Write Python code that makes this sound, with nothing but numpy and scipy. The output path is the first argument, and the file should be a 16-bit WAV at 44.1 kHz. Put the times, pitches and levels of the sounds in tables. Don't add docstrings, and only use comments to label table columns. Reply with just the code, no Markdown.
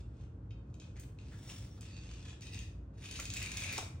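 import sys
import numpy as np
from scipy import signal
from scipy.fft import rfft, irfft, next_fast_len
from scipy.io import wavfile
from scipy.ndimage import uniform_filter1d

SR = 44100
rng = np.random.default_rng(int(sys.argv[2]) if len(sys.argv) > 2 else 0)


def unload_audio(sound):
    columns = np.transpose(np.atleast_2d(sound))
    steps = np.round(np.clip(columns, -1, 1) * 32767)
    wavfile.write(sys.argv[1], SR, steps.astype(np.int16))


N = 176400


def amp(db):
    return 10 ** (np.asarray(db) / 20)


def unit(x):
    return x / np.sqrt(np.mean(x ** 2) + 1e-20)


def curve(points, hz):
    f, value = np.transpose(points)
    return np.interp(np.log(hz + 1), np.log(f + 1), value)


def envelope(points):
    s, db = np.transpose(points)
    return amp(np.interp(np.arange(N) / SR, s, db, left=-200, right=-200))


def add(mix, s, sound):
    part = mix[max(round(s * SR), 0):][:len(sound)]
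    part += sound[:len(part)]


def bins(size=4096):
    return np.fft.rfftfreq(size, 1 / SR)


def bell(hz, width_hz):
    return 1 / (1 + (2 * (bins() - hz) / width_hz) ** 2)


def ring(colour_db):
    log_gain = np.log(amp(np.r_[colour_db, colour_db[-2:0:-1]]))
    spectrum = np.exp(np.conj(signal.hilbert(log_gain)))
    response = np.fft.ifft(spectrum).real[:len(colour_db)]
    return response / np.linalg.norm(response)


def through(drive, colour_db):
    return signal.oaconvolve(drive, ring(colour_db))[:N]


def resonate(x, hz, width_hz):
    turn = np.exp(2j * np.pi * np.cumsum(np.broadcast_to(hz, len(x))) / SR)
    pole = np.exp(-np.pi * width_hz / SR)
    return 2 * (turn * signal.lfilter([1 - pole], [1, -pole], x / turn + 1e-18)).real


def narrow_band(x, hz, width_hz):
    return unit(resonate(resonate(x, hz, width_hz), hz, width_hz))


def stereo_pair(a, b, likeness):
    return np.array([a, likeness * a + np.sqrt(1 - likeness ** 2) * b])


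def crunch(decay_s, rise_s):
    t = np.arange(4096) / SR
    shape = (1 - np.exp(-t / rise_s)) * np.exp(-t / decay_s)
    return shape / shape.max() * rng.choice([-1., 1.], len(t)) * rng.uniform(.5, 1.5, len(t))


def slip_train(per_s, size):
    return (rng.random(size) < per_s / SR) * rng.choice([-1., 1.], size)


def friction(spread_db, hiss, flutter_db):
    slips = slip_train(per_s=3500, size=N) * amp(spread_db * np.minimum(rng.exponential(1, N), 4))
    flutter = unit(uniform_filter1d(uniform_filter1d(rng.standard_normal(N), size=200), size=120))
    texture = unit(slips) + hiss * rng.standard_normal(N)
    return unit(texture * amp(flutter_db * flutter))


def ventilation_hum(rumble_db=-47.5, dip_below_hz=120):
    # f/Hz, relative level/dB
    colour = [(15, -31), (33, -26), (45, -10), (56, 2.5), (70, -2), (90, 3), (113, 1), (135, -5),
              (200, -15), (290, -14), (350, -22.5), (520, -24.5), (750, -32), (1450, -37), (2100, -49),
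              (5000, -60.5), (9000, -66.5), (16000, -105)]
    # f/Hz, level/dB
    tones = [(57.3, -56.5), (181.8, -63), (227, -76), (318, -72), (363.6, -75), (408.8, -86), (454.3, -76)]
    # f/Hz, left-right correlation
    likeness = [(60, 1), (130, 1), (290, 0.95), (640, 0.17), (1400, 0.059), (4000, 0.043)]
    # t/s, gain/dB
    dip = [(2.92, 0), (2.98, -5), (3.12, -3.5), (3.26, 0)]
    hz, t = bins(N), np.arange(N) / SR
    noise = stereo_pair(*rfft(rng.standard_normal((2, N))), curve(likeness, hz))
    rumble = unit(irfft(noise * amp(curve(colour, hz)), N))
    motor = sum(amp(db) * np.sqrt(2) * np.sin(2 * np.pi * (f * t + rng.random())) for f, db in tones)
    hum = amp(rumble_db) * rumble + motor
    bass = irfft(rfft(hum) / (1 + (hz / dip_below_hz) ** 4), N)
    return hum + bass * (amp(np.interp(t, *np.transpose(dip))) - 1)


def room(x, wet_db, early_db=-7.5, early_decay_s=0.0074, right_lag_s=4.7e-5):
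    # f/Hz, t60/s
    decay = [(200, 1), (600, 0.46), (1400, 0.55), (3500, 0.4), (7000, 0.39), (10000, 0.39), (16000, 0.38)]
    # f/Hz, left-right correlation
    likeness = [(200, 1), (640, 0.5), (1400, 0.11), (3000, 0.031), (5000, 0.17), (7000, 0.39), (10000, 1),
                (16000, 1)]
    # f/Hz, left minus right/dB
    balance = [(300, -0.5), (1300, 1), (2400, 1.5), (3400, 2.5), (4500, 1.5), (7000, 0), (16000, 0)]
    hz, t, noise = signal.stft(rng.standard_normal((2, SR)), SR, nperseg=256)
    noise = stereo_pair(*noise, curve(likeness, hz)[:, None])
    t60 = curve(decay, hz)[:, None]
    fade_in = np.minimum(t / .006, 1)
    tail = signal.istft(noise * amp(-60 * t / t60) * fade_in, SR, nperseg=256)[1]
    early = rng.standard_normal(tail.shape) * np.exp(-np.arange(tail.shape[1]) / SR / early_decay_s)
    response = amp(wet_db) * tail / np.linalg.norm(tail[0])
    response += amp(early_db) * early / np.linalg.norm(early[0])
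    response[:, 0] += 1
    stereo = signal.fftconvolve(x[None], response / np.linalg.norm(response[0]), axes=1)
    size = next_fast_len(stereo.shape[1])
    left = amp(curve(balance, bins(size)) / 2)
    right = np.exp(-2j * np.pi * bins(size) * right_lag_s) / left
    return irfft(rfft(stereo, size) * np.array([left, right]), size)[:, :N]


def hand_swish():
    # t/s, level/dB
    stroke = [(1.22, -91), (1.33, -64), (1.41, -62.5), (1.47, -56), (1.5, -48), (1.53, -55), (1.58, -55.5),
              (1.65, -62), (1.7, -65), (1.75, -68), (1.78, -64)]
    # f/Hz, relative level/dB
    colour = [(200, -6), (600, 5.5), (1800, 4), (3500, 8), (4200, 3.5), (5400, 8), (7000, 6), (9800, 3.5),
              (11000, -30), (16000, 4)]
    # t/s, level/dB, f/Hz
    squeak_path = [(1.38, -89, 5370), (1.43, -71, 5660), (1.53, -64, 5490), (1.6, -72, 5650),
                   (1.68, -81, 5260), (1.74, -69.5, 5750), (1.77, -90, 5700)]
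    slide = friction(spread_db=-2.0, hiss=0.9, flutter_db=2.5) * envelope(stroke)
    s, db, hz = np.transpose(squeak_path)
    pitch = np.interp(np.arange(N) / SR, s, hz)
    squeak = narrow_band(rng.standard_normal(N), pitch, width_hz=170)
    return through(slide, curve(colour, bins())) + squeak * envelope(np.transpose([s, db]))


def fork_knocks():
    # f/Hz, relative level/dB
    colour = [(40, -53), (120, 3.5), (300, -5.5), (700, 2.5), (1050, -2.5), (1400, 0), (2000, -18.5),
              (4000, -10.5), (16000, -32)]
    # t/s, level/dB, resonance f/Hz, resonance lift/dB, decay/s
    knocks = [(.953, -64.5, 2110, 35, 0.028), (1.312, -62, 1890, 34, 0.024),
              (1.772, -63.5, 1060, -11, 0.013), (3.19, -46, 1370, 26, 0.0029),
              (3.196, -41, 2250, 38.5, 0.0054), (3.778, -38, 930, 3.5, 0.0063),
              (3.824, -49.5, 570, 10, 0.0057)]
    out = np.zeros(N)
    for s, db, hz, lift_db, decay_s in knocks:
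        body = curve(colour, bins()) + lift_db * bell(hz, width_hz=0.46 * hz)
        contact = crunch(decay_s, rise_s=0.64 * decay_s)
        add(out, s, amp(db) * signal.fftconvolve(contact, ring(body)))
    return out


def disc_body(colour, contact):
    # f/Hz, width/Hz, then lift/dB for a light rub, a firm rub, a hard rub and a tick
    modes = [(1623, 26, 2, -11, 6, -8), (2264, 510, -2, -13.5, 2, 7), (2500, 190, 6, 10, 4, 1),
             (2720, 130, 4, 9, 4, -1), (2870, 62, -0.5, 4, -1, -14.5), (3150, 51, 4.5, -13, -6, -5),
             (3497, 130, 7, 3, 4, 5.5), (3800, 250, 0.5, 14, 9.5, 5.5), (4510, 310, 3, 6, 5, 5.5),
             (5330, 830, 3.5, 1.5, 1.5, 3), (6300, 280, 4, 5, 1, 5), (6750, 670, -3, -14, 3.5, 4),
             (7300, 80, 1.5, -7, -8, 7.5), (7590, 400, -2, -6, -12, -2)]
    column = ["light", "firm", "hard", "tick"].index(contact)
    return curve(colour, bins()) + sum(lifts[column] * bell(hz, width) for hz, width, *lifts in modes)


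def pad_ring(x, lift_db):
    # t/s, f/Hz, gain/dB on top of lift_db
    glide = [(2.9, 2750, -9), (3.03, 2810, 8), (3.2, 2780, 0), (3.37, 2500, 2.5), (3.57, 2360, 7.5),
             (3.68, 2170, 1), (3.78, 2060, 7.5)]
    s, hz, db = np.transpose(glide)
    t = np.arange(N) / SR
    return x + amp(lift_db + np.interp(t, s, db)) * resonate(x, np.interp(t, s, hz), width_hz=340)


def disc_song():
    # f/Hz, level/dB, centre t/s, half length/s
    swells = [(2530, -72, 1.95, .14), (2724, -70.5, 2.0, .19), (2902, -69, 2.12, .06),
              (3725, -68.5, 1.95, .14), (4530, -66.5, 1.96, .1), (4530, -71.5, 2.12, .06),
              (6480, -68, 2.05, .15), (1730, -72, 2.29, .06), (3390, -67.5, 2.28, .06),
              (3880, -68, 2.31, .04), (7110, -70, 2.31, .04)]
    t, out = np.arange(N) / SR, np.zeros(N)
    for hz, db, s, half_s in swells:
        mode = narrow_band(rng.standard_normal(N), hz, width_hz=48)
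        out += amp(db) * mode * np.exp(-((t - s) / half_s) ** 4)
    return out


def pad_grabs(spread_db=1.5):
    # t/s, level/dB, f/Hz, length/s
    grabs = [(3.363, -44.5, 2460, 0.028), (3.416, -44.5, 2420, .028), (3.454, -51, 2280, 0.032),
             (3.512, -50, 2260, 0.018), (3.567, -46.5, 2380, 0.022), (3.633, -41.5, 2310, 0.019),
             (3.689, -43, 2420, 0.018), (3.714, -46, 2270, 0.028), (3.754, -52, 2150, 0.024)]
    t, out = np.arange(4096) / SR, np.zeros(N)
    for s, db, hz, length_s in grabs:
        slips = slip_train(per_s=720, size=len(t)) * amp(spread_db * rng.standard_normal(len(t)))
        surge = np.sin(np.pi * np.minimum(t / length_s, 1) ** .5)
        scrape = narrow_band(slips * surge, hz, width_hz=520)
        add(out, s, amp(db) * scrape * np.sqrt(length_s / t[-1]))
    return out


def brake_ticks():
    # f/Hz, relative level/dB
    colour = [(200, -45), (1000, -33.5), (1800, -30.5), (2500, 3.5), (5000, 2), (7000, 7), (9000, 6.5),
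              (11000, -7), (16000, -6)]
    # t/s, level/dB, treble tilt/(dB per octave), decay/s, relative ping level/dB
    catches = [(0.507, -56, -16.5, 0.0041, -5.5), (.741, -57, -1, 0.0021, -15),
               (.799, -50.5, -7.5, 0.0029, -12), (0.965, -61.5, -2, 0.0039, -22),
               (.9965, -45, 11.5, 0.0044, -21.5), (1.187, -52.5, -13, 0.0019, -35),
               (1.499, -43.5, -7, 0.002, -20), (1.809, -46, 3.5, 0.0017, -16), (2.408, -51, 0, 0.0024, -17),
               (2.42, -46, -4, 0.0027, -14), (2.469, -47, -5, 0.0023, -7.5),
               (2.544, -44.5, -6, 0.0015, -22), (2.59, -40.5, -2.5, 0.0012, -15.5),
               (3.028, -54.5, -13, 0.0025, -10), (3.056, -44.5, -6.5, 0.004, -19),
               (3.111, -37.5, -0.5, 0.0027, -13), (3.156, -43, -5.5, 0.019, -25),
               (3.198, -35, 3.5, 0.0026, -19), (3.254, -34.5, -0.5, 0.0013, -14),
               (3.302, -35, -1, 0.0012, -19), (3.337, -33.5, 3.5, 0.0021, -13.5),
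               (3.366, -36, 1, 0.0051, -30), (3.402, -41, -2, 0.0018, -22), (3.426, -35, 1.5, 0.0028, -20),
               (3.46, -36.5, -2.5, 0.0016, -24), (3.516, -39.5, -0.5, 0.0045, -15),
               (3.571, -30, 2.5, 0.0014, -17.5), (3.602, -37, 2, 0.0016, -20),
               (3.636, -35.5, -1, 0.0021, -20), (3.692, -40, -9, 0.0036, -23),
               (3.725, -34.5, 11, 0.0039, -19), (3.763, -50, 0.5, 0.002, -29),
               (3.779, -30, -2, 0.0022, -26.5)]
    # f/Hz, relative level/dB, t60/s
    partials = [(2525, 1.5, .17), (3120, -4.5, .2), (3720, -3, .09), (4540, -7, .16), (5120, -9, .14)]
    ticks, pings = np.zeros((2, N))
    body = disc_body(colour, "tick")
    octaves = np.log2(np.maximum(bins(), 2000) / 4000)
    t = np.arange(SR // 2) / SR
    ping = sum(amp(db - 60 * t / t60) * np.sin(2 * np.pi * hz * t) for hz, db, t60 in partials)
    for s, db, tilt, decay_s, ping_db in catches:
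        contact = crunch(decay_s, rise_s=0.00065)
        add(ticks, s, amp(db) * signal.fftconvolve(contact, ring(body + tilt * octaves)))
        add(pings, s, amp(db + ping_db) * ping)
    return pad_ring(ticks, lift_db=-1.5) + pings


def brake_rub(holes_per_s=88):
    # t/s, level/dB
    idle_drive = [(0, -59.5), (.04, -89), (.15, -77), (.21, -69.5), (.25, -74), (.28, -99), (.8, -82),
                  (.82, -62.5), (.93, -80.5), (.97, -66), (1.04, -63.5), (1.07, -103), (1.18, -81),
                  (1.2, -65.5), (1.3, -66.5), (1.35, -67)]
    light_drive = [(1.808, -66), (1.815, -59.5), (1.92, -62), (2.03, -62.5), (2.14, -61), (2.19, -65),
                   (2.25, -58), (2.33, -59.5), (2.36, -80)]
    firm_drive = [(2.405, -72), (2.42, -55.5), (2.47, -55.5), (2.5, -58.5), (2.53, -54), (2.62, -55.5),
                  (2.645, -63), (2.7, -77)]
    hard_drive = [(2.93, -85), (2.98, -70), (3.01, -59), (3.05, -49.5), (3.1, -59), (3.14, -51.5),
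                  (3.24, -53.5), (3.29, -60.5), (3.37, -48), (3.49, -53), (3.55, -47.5), (3.62, -46.5),
                  (3.68, -47), (3.77, -44), (3.8, -77), (3.83, -77)]
    # f/Hz, relative level/dB
    light_colour = [(200, -5), (700, 8.5), (1600, 11.5), (3000, 14), (5000, 8), (8000, 11.5), (10400, -9.5),
                    (13000, -13.5), (16000, -11.5)]
    firm_colour = [(200, -0.5), (700, -5), (1500, -0.5), (2000, 16.5), (4200, -2.5), (5000, 5.5), (8500, 5),
                   (11000, -24), (16000, -7)]
    hard_colour = [(200, 1.5), (500, -1), (900, -4.5), (1800, 0.5), (3000, 0.5), (4200, -2), (6000, -0.5),
                   (9400, -2), (10400, -8), (12500, -20), (16000, -13)]
    hole_phase = np.arange(N) * holes_per_s / SR % 1
    chatter = unit(1 + unit(np.exp(-hole_phase / 0.19)))
    light_touch = envelope(idle_drive) + chatter * envelope(light_drive)
    light = friction(spread_db=3.5, hiss=0.94, flutter_db=-3.5) * light_touch
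    firm = friction(spread_db=5.0, hiss=0.83, flutter_db=4.0) * envelope(firm_drive)
    hard = friction(spread_db=2.0, hiss=0.54, flutter_db=3.0) * envelope(hard_drive)
    return (through(light, disc_body(light_colour, "light"))
            + through(firm, disc_body(firm_colour, "firm"))
            + pad_ring(through(hard, disc_body(hard_colour, "hard")), lift_db=-6.0))


def scene():
    scrapes = room(brake_rub() + pad_grabs() + disc_song(), wet_db=0.5)
    ticks = room(brake_ticks(), wet_db=0.5)
    knocks = room(fork_knocks(), wet_db=-5.0)
    swish = room(hand_swish(), wet_db=-3)
    return scrapes + ticks + knocks + swish + ventilation_hum()


def record(dry):
    lowpass = signal.firwin(511, cutoff=15850, window=("kaiser", 9), fs=SR)
    return signal.oaconvolve(dry, lowpass[None], "same")


dry = scene()
out = record(dry)
unload_audio(out)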